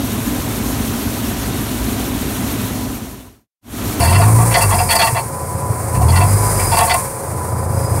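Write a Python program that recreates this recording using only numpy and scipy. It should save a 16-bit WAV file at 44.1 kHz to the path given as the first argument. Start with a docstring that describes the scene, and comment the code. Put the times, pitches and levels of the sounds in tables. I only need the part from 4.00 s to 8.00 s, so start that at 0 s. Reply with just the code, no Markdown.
"""Under a car, an engine idles and is revved briefly twice; its exhaust throbs and now and then thumps.
The main sound is a rattle: as the engine speeds up and slows down, loose pieces in the catalytic
converter (a steel can in the exhaust pipe) shake against its shell in uneven bursts and make it ring.
Behind that, gas hisses through the converter, and the engine adds a mechanical churn and faint whines."""
import sys
import numpy as np
from scipy import signal
from scipy.fft import rfft, irfft, next_fast_len
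from scipy.io import wavfile
from scipy.ndimage import uniform_filter1d, minimum_filter1d, map_coordinates

SR = 44100
rng = np.random.default_rng(int(sys.argv[2]) if len(sys.argv) > 2 else 0)


def master_out(mix):
    """Clip the mix to full scale and print it as 16-bit PCM to the path in sys.argv[1]."""
    frames = np.transpose(np.atleast_2d(mix))
    ceiling = np.clip(frames, -1, 1)
    pcm = np.round(ceiling * 32767).astype(np.int16)
    wavfile.write(sys.argv[1], SR, pcm)


N = 176400  # 4 seconds
UNEVEN_DB = -22  # unequal cylinders add weak tones halfway between the engine's main ones


def amp(db):
    """Turn decibels into a factor to multiply by."""
    return 10 ** (np.asarray(db) / 20)


def unit(x):
    """Scale a sound to an average strength (rms) of 1."""
    return x / np.sqrt(np.mean(x ** 2) + 1e-20)


def along(points, hz):
    """Read between (frequency, value) points on a logarithmic frequency scale."""
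    f, values = np.transpose(points)
    return np.interp(np.log(hz + 1), np.log(f + 1), values)


def curve(rows):
    """Join (time, value) points with straight lines, one value per sample."""
    return np.interp(np.arange(N) / SR, *np.transpose(rows))


def wobble(per_s):
    """A smooth curve through per_s random values a second."""
    knots = rng.standard_normal(int(N * per_s / SR) + 4)
    return map_coordinates(knots, [np.arange(N) * per_s / SR])


def filtered(x, response):
    """Multiply each frequency in x by response(frequency)."""
    size = next_fast_len(N + SR // 2)
    return irfft(rfft(x, size) * response(np.fft.rfftfreq(size, 1 / SR)), size)[:N]


def noise(colour):
    """Noise whose colour table says how strong each frequency is compared with the others."""
    return unit(filtered(rng.standard_normal(N), lambda hz: amp(along(colour, hz))))


def fuzzy_tone(hz, width_hz):
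    """A band of noise so narrow that it has a pitch."""
    return unit(filtered(rng.standard_normal(N), lambda f: 1 / (1 + ((f - hz) / width_hz * 2) ** 2)))


def gas_hiss():
    """Gas flowing through the converter makes a fluttering hiss and a faint whistle."""
    # loudness of the hiss and of the whistle: t/s, level/dB
    hiss_levels = [(0, -22), (.3, -22), (.6, -20.5), (.9, -22.5), (1.08, -23), (1.3, -31), (1.68, -31.5),
                   (1.85, -28.5), (2.1, -25.5), (2.25, -22.5), (2.36, -22), (2.8, -20), (3, -23),
                   (3.15, -30.5), (3.68, -33), (3.78, -29.5), (3.87, -30), (4, -27.5)]
    whistle_levels = [(0, -45), (.2, -38), (.3, -49), (.5, -58), (.8, -34), (1, -39), (1.25, -53), (2, -56),
                      (2.2, -43), (2.6, -32.5), (2.8, -38), (3.05, -59), (3.7, -49), (3.87, -41.5),
                      (4, -47)]
    # colour of the hiss: f/Hz, level/dB
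    hiss_colour = [(100, -24), (1500, -7.5), (2300, -7.5), (2900, -21), (3600, -22), (4500, -13.5),
                   (5200, -12.5), (6000, -11), (7400, -7), (8300, -1.5), (9300, 1.5), (10500, -3),
                   (12000, -8), (15500, -12.5)]
    flutter_db = 1.15 * wobble(per_s=45)
    hiss = amp(curve(hiss_levels) + flutter_db) * noise(hiss_colour)
    return hiss + amp(curve(whistle_levels)) * fuzzy_tone(hz=4963, width_hz=93)


def engine_churn(firing_hz, phase):
    """The running engine churns with high tones and pulsing noise; faint whines swell along with it."""
    # loudness of the churn: t/s, level/dB
    churn_levels = [(0, -25), (.25, -24.5), (.5, -22), (.85, -26), (1.24, -30), (1.65, -26.5), (1.9, -26.5),
                    (2.05, -25.5), (2.5, -21.5), (2.8, -26), (3.12, -29), (3.4, -26), (3.8, -25),
                    (4, -22.5)]
    # colour of the churn: f/Hz, level/dB
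    churn_colour = [(20, -40), (140, 2.5), (220, -4.5), (450, 2), (620, -1), (900, 0.5), (1100, -2),
                    (1500, -10.5), (2100, -22.5), (2500, -48.5), (2900, -53), (3600, -43), (6000, -45),
                    (16000, -70)]
    # whines, compared with the churn at its average level: f/Hz, width/Hz, level/dB
    whine_bands = [(542.8, 5.6, -9.5), (997.8, 16.2, -4.5), (454, 46, -19.5)]
    tones = np.zeros(N)
    for multiple in np.arange(10, 56) / 2:
        tone_db = along(churn_colour, multiple * firing_hz) + 3 * wobble(per_s=5)
        tone_db += UNEVEN_DB / 2 if multiple % 1 else 0
        tones += amp(tone_db) * np.cos(multiple * phase + rng.uniform(0, 2 * np.pi))
    pulsing = noise(churn_colour) * (1 + 0.25 * np.cos(phase))
    churn = unit(pulsing + amp(-6) * unit(tones))
    whines = sum(amp(db) * fuzzy_tone(hz, width) for hz, width, db in whine_bands)
    churn_db = curve(churn_levels)
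    whine_db = churn_db.mean() + 0.66 * (churn_db - churn_db.mean())
    return amp(churn_db) * churn + amp(whine_db) * whines


def exhaust_throb(firing_hz, phase):
    """Each firing sends a puff down the pipe: the puffs make a low note and the swirling gas rumbles."""
    # loudness of the note: t/s, level/dB
    note_levels = [(0, -14.5), (.14, -8.5), (.34, -7), (.5, -14.5), (.57, -26), (.66, -13.5), (.75, -14),
                   (.86, -24.5), (.98, -30), (1.4, -32.5), (1.55, -30), (1.88, -22.5), (2, -12.5),
                   (2.2, -9.5), (2.35, -14), (2.55, -19), (2.8, -21.5), (3.17, -36.5), (3.36, -25),
                   (3.65, -22.5), (4, -18.5)]
    # how well the pipe passes each frequency: f/Hz, level/dB
    pipe_colour = [(25, -38), (47, -22), (58, -13), (85, 5), (115, -0.5), (142, -8), (175, -16),
                   (230, -29.5), (290, -20.5), (450, -31)]
    # pipe resonances, which delay and spread each puff: f/Hz, sharpness/Q
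    resonances = [(86, 3.8), (128, 6.5)]
    # boom at the firing rate itself, which comes up above idle: f/Hz, level/dB
    boom_levels = [(28, -54), (39, -40), (46, -27), (52, -27), (60, -28)]
    # colour of the rumble: f/Hz, level/dB
    rumble_colour = [(20, -26), (45, -27), (80, -7), (120, -1.5), (160, -11), (220, -13.5), (400, -55.5),
                     (1000, -88)]
    tones, power = np.zeros(N), np.zeros(N)
    for multiple in np.arange(3, 17) / 2:
        hz = multiple * firing_hz
        gain = amp(along(pipe_colour, hz) + (UNEVEN_DB if multiple % 1 else 0))
        lag = sum(np.arctan(q * (hz / centre - centre / hz)) for centre, q in resonances)
        waver_db = 0.7 * wobble(per_s=14)
        tones += gain * amp(waver_db) * np.cos(multiple * phase - lag)
        power += gain ** 2 / 2
    note_db = curve(note_levels)
    note = amp(note_db) * tones / np.sqrt(power)
    boom = np.sqrt(2) * amp(along(boom_levels, firing_hz)) * np.cos(phase)
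    rumble_db = -24.5 + 0.49 * (note_db - note_db.mean())  # swells about half as much as the note
    return note + boom + amp(rumble_db) * noise(rumble_colour)


def exhaust_thumps():
    """Each heavy beat swells and dies in the pipe within a few vibrations."""
    # heavy beats: t/s, peak level/dB
    beats = [(1.122, -9.5), (1.254, -18), (1.423, -16), (1.542, -12), (1.696, -8.5), (1.986, -14),
             (2.043, -11), (3.342, -12), (3.697, -8), (3.769, -11), (3.839, -8), (3.913, -10.5),
             (3.978, -7)]
    pitch_hz, rise_s = 118.3, 0.011
    out = np.zeros(N)
    for start_s, db in beats:
        t = np.maximum(np.arange(N) / SR - start_s, 0)
        swell = (t / rise_s * np.exp(1 - t / rise_s)) ** 3
        out += amp(db) * swell * np.sin(2 * np.pi * pitch_hz * t)
    return out


def underbody_echo(x):
    """Add the short echoes that bounce between the car's floor and the ground."""
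    fade_s, echo_db = 0.15, -10
    t = np.arange(SR // 3) / SR
    tail = rng.standard_normal(len(t)) * amp(-60 * t / fade_s)
    return x + amp(echo_db) * signal.fftconvolve(x, tail / np.linalg.norm(tail))[:N]


def steel_shell(f):
    """Low, middle and high filters for the ringing shell; each call strikes it at a different spot."""
    # the shell's natural tones: f/Hz, width/Hz, level/dB
    shell_tones = [(668, 37, -3), (727.2, 28.5, -2), (810, 50, -14.5), (906.5, 17, 2.5), (999.6, 32, -10),
                   (1062, 9, -1), (1131, 72, -11.5), (1429, 34, -7.5), (1644, 64, -17), (1819, 46, -8.5),
                   (1888, 18, -10), (2013, 34, -4), (2354, 63, -10), (2689, 38.5, -5), (3044, 31, -17.5),
                   (3340, 45, -13), (3705, 30, -23), (3922, 66, -17.5), (4356, 33, -8), (4460, 34, -9.5),
                   (4635, 63, -9), (4965, 70, -13), (5440, 40, -21.5)]
    splits_hz = (1250, 4100)
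    centre, width, db = np.transpose(shell_tones)
    group = np.searchsorted(splits_hz, centre)
    centre = centre * (1 + 0.0033 * rng.standard_normal(len(db)))
    signs = (-1) ** np.arange(len(db))
    gain = signs * amp(db + 3 * rng.standard_normal(len(db)))
    damping = 1j * f * width[:, None]
    responses = gain[:, None] * damping / (centre[:, None] ** 2 - f ** 2 + damping)
    return [responses[group == g].sum(0) for g in range(3)]


def converter_rattle():
    """Loose pieces hit the shell in bursts of tiny taps and scrapes that ring, sizzle and crack."""
    # bursts: t/s, length/s, then level/dB (before trim_db) of low ring, middle clatter, high clink, sizzle
    bursts = [(0, 0.029, -17, -25, -24.5, -37), (0.034, 0.028, -20.5, -24, -26, -27),
              (0.073, 0.045, -19.5, -25.5, -30.5, -31), (0.125, 0.028, -20, -23, -27, -39),
              (0.152, 0.016, -18.5, -19, -27, -33), (0.186, 0.023, -16, -28.5, -37, -36),
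              (0.213, 0.033, -19, -24.5, -34, -39), (0.259, 0.03, -20.5, -34, -50, -41),
              (0.382, 0.042, -19, -34.5, -57, -44), (0.511, 0.019, -29, -25, -37, -41),
              (0.539, 0.026, -15, -15, -21.5, -42), (0.565, 0.031, -15.5, -24, -28, -23),
              (0.608, 0.029, -19, -21, -23.5, -18.5), (0.706, 0.042, -16.5, -26, -35, -37),
              (0.784, 0.025, -16, -24.5, -31.5, -34), (0.887, 0.016, -19.5, -22.5, -22, -34),
              (0.903, 0.018, -22, -18, -19, -20), (0.919, 0.017, -18.5, -20.5, -27, -20),
              (0.95, 0.017, -16.5, -21.5, -17.5, -19), (0.988, 0.019, -14.5, -18.5, -17.5, -24),
              (1.012, 0.018, -14, -15, -23, -26), (1.039, 0.024, -20.5, -29.5, -26, -26),
              (1.066, 0.02, -17.5, -21, -34, -27), (1.146, 0.019, -19.5, -27, -44, -48),
              (1.163, 0.024, -20, -25, -33, -41), (1.948, 0.0079, -26, -31.5, -42, -45),
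              (2.009, 0.021, -19, -41, -46, -36), (2.083, 0.024, -21.5, -32.5, -29.5, -42),
              (2.122, 0.025, -21, -29.5, -51, -41), (2.155, 0.018, -19.5, -20.5, -25.5, -44),
              (2.2, 0.036, -19.5, -25, -35, -41), (2.591, 0.025, -27, -27, -43, -36),
              (2.714, 0.037, -15, -25.5, -30.5, -37), (2.768, 0.024, -10.5, -19, -22, -17),
              (2.802, 0.019, -9.5, -21.5, -37, -25), (2.83, 0.014, -23, -30, -45, -29),
              (2.873, 0.014, -16, -30, -32, -36), (2.896, 0.02, -15.5, -16, -20.5, -34),
              (2.937, 0.013, -13, -22, -31, -21)]
    # colours of the scraping sizzle and of the taps' bare crack: f/Hz, level/dB
    sizzle_colour = [(500, -40), (3500, -26), (5500, -10), (7600, -8), (8050, 1), (8500, -4), (9250, 2),
                     (10000, -2), (10800, -1.5), (12000, -7), (13300, -9), (14000, -4), (15500, -13)]
    crack_colour = [(300, -30), (700, 1), (2500, 1), (4600, -2), (7000, -4), (15500, -16)]
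    trim_db = np.array([-0.5, -0.5, -1.5, 1, -8])  # ring, clatter, clink, sizzle, crack
    taps_per_s, tap_spread_db, scrape_share = 700, 2, 0.47
    early_s, rise_s, fall_s = 0.001, 0.0024, 0.009
    first_blow_db, first_blow_s = 3, 0.005  # a burst starts harder than it goes on
    sizzle_rise_s, sizzle_fall_s = 0.0055, 0.0023  # the sizzle stops with the contact
    size = 8192  # samples set aside for one burst
    t, f = np.arange(size) / SR, np.fft.rfftfreq(size, 1 / SR)
    colours = [amp(along(sizzle_colour, f)), amp(along(crack_colour, f))]
    hardest = np.max(np.array(bursts)[:, 3])
    out = np.zeros(N + 2 * size)
    for start_s, length_s, ring, clatter, clink, sizzle in bursts:
        taps = (rng.random(size) < taps_per_s / SR) * rng.choice([-1, 1], size)
        taps = taps * amp(tap_spread_db * rng.standard_normal(size))
        past_end_s = np.maximum(t - length_s, 0)
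        shake = np.minimum(t / rise_s, 1) * np.exp(-past_end_s / fall_s)
        shake *= amp(first_blow_db * np.exp(-t / first_blow_s))
        blows = shake * (unit(taps) + scrape_share * rng.standard_normal(size))
        scrape_shape = np.minimum(t / sizzle_rise_s, 1) * np.exp(-past_end_s / sizzle_fall_s)
        scrape = scrape_shape * rng.standard_normal(size)
        drives = np.array([blows, blows, blows, scrape, blows])  # same order as trim_db
        parts = irfft(rfft(drives) * np.array(steel_shell(f) + colours))
        # give all five parts the same energy before setting their levels
        parts *= np.sqrt(np.sum(shake ** 2) / np.sum(parts ** 2, axis=1, keepdims=True))
        crack = clatter + 0.99 * (clatter - hardest)  # soft bursts crack less
        start = int(np.clip((start_s - early_s) * SR, 0, N))
        out[start:start + size] += amp(trim_db + [ring, clatter, clink, sizzle, crack]) @ parts
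    return out[:N]


def scene():
    """Mix all the sounds; one engine speed drives both the exhaust note and the churn."""
    # engine speed as firings per second: t/s, f/Hz
    firing_rates = [(0, 36.5), (.1, 44), (.2, 50), (.32, 56), (.52, 58.5), (.6, 52.5), (.73, 47), (.87, 43),
                    (1.05, 36), (1.3, 28.3), (1.88, 28), (2.03, 37.5), (2.16, 45.5), (2.31, 49.8),
                    (2.48, 51.8), (2.77, 43), (3.25, 28.3), (4, 28.3)]
    firing_hz = curve(firing_rates) * (1 + 0.0036 * wobble(per_s=20))
    phase = 2 * np.pi * np.cumsum(firing_hz) / SR  # one full turn per firing
    engine = exhaust_throb(firing_hz, phase) + exhaust_thumps() + engine_churn(firing_hz, phase)
    return (engine + gas_hiss() + underbody_echo(converter_rattle()))[None]


def record(dry):
    """A fast limiter turns down the loudest peaks, then the very highest treble is cut off."""
    ceiling, limiter_s, top_hz = 0.83, 0.0035, 15730
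    x = dry[0]
    span = int(limiter_s * SR)
    needed_gain = np.minimum(1, ceiling / (np.abs(x) + 1e-9))
    held_gain = minimum_filter1d(needed_gain, 2 * span)
    limited = x * uniform_filter1d(held_gain, span)
    return filtered(limited, lambda hz: hz < top_hz)[None]


dry = scene()
out = record(dry)
master_out(out)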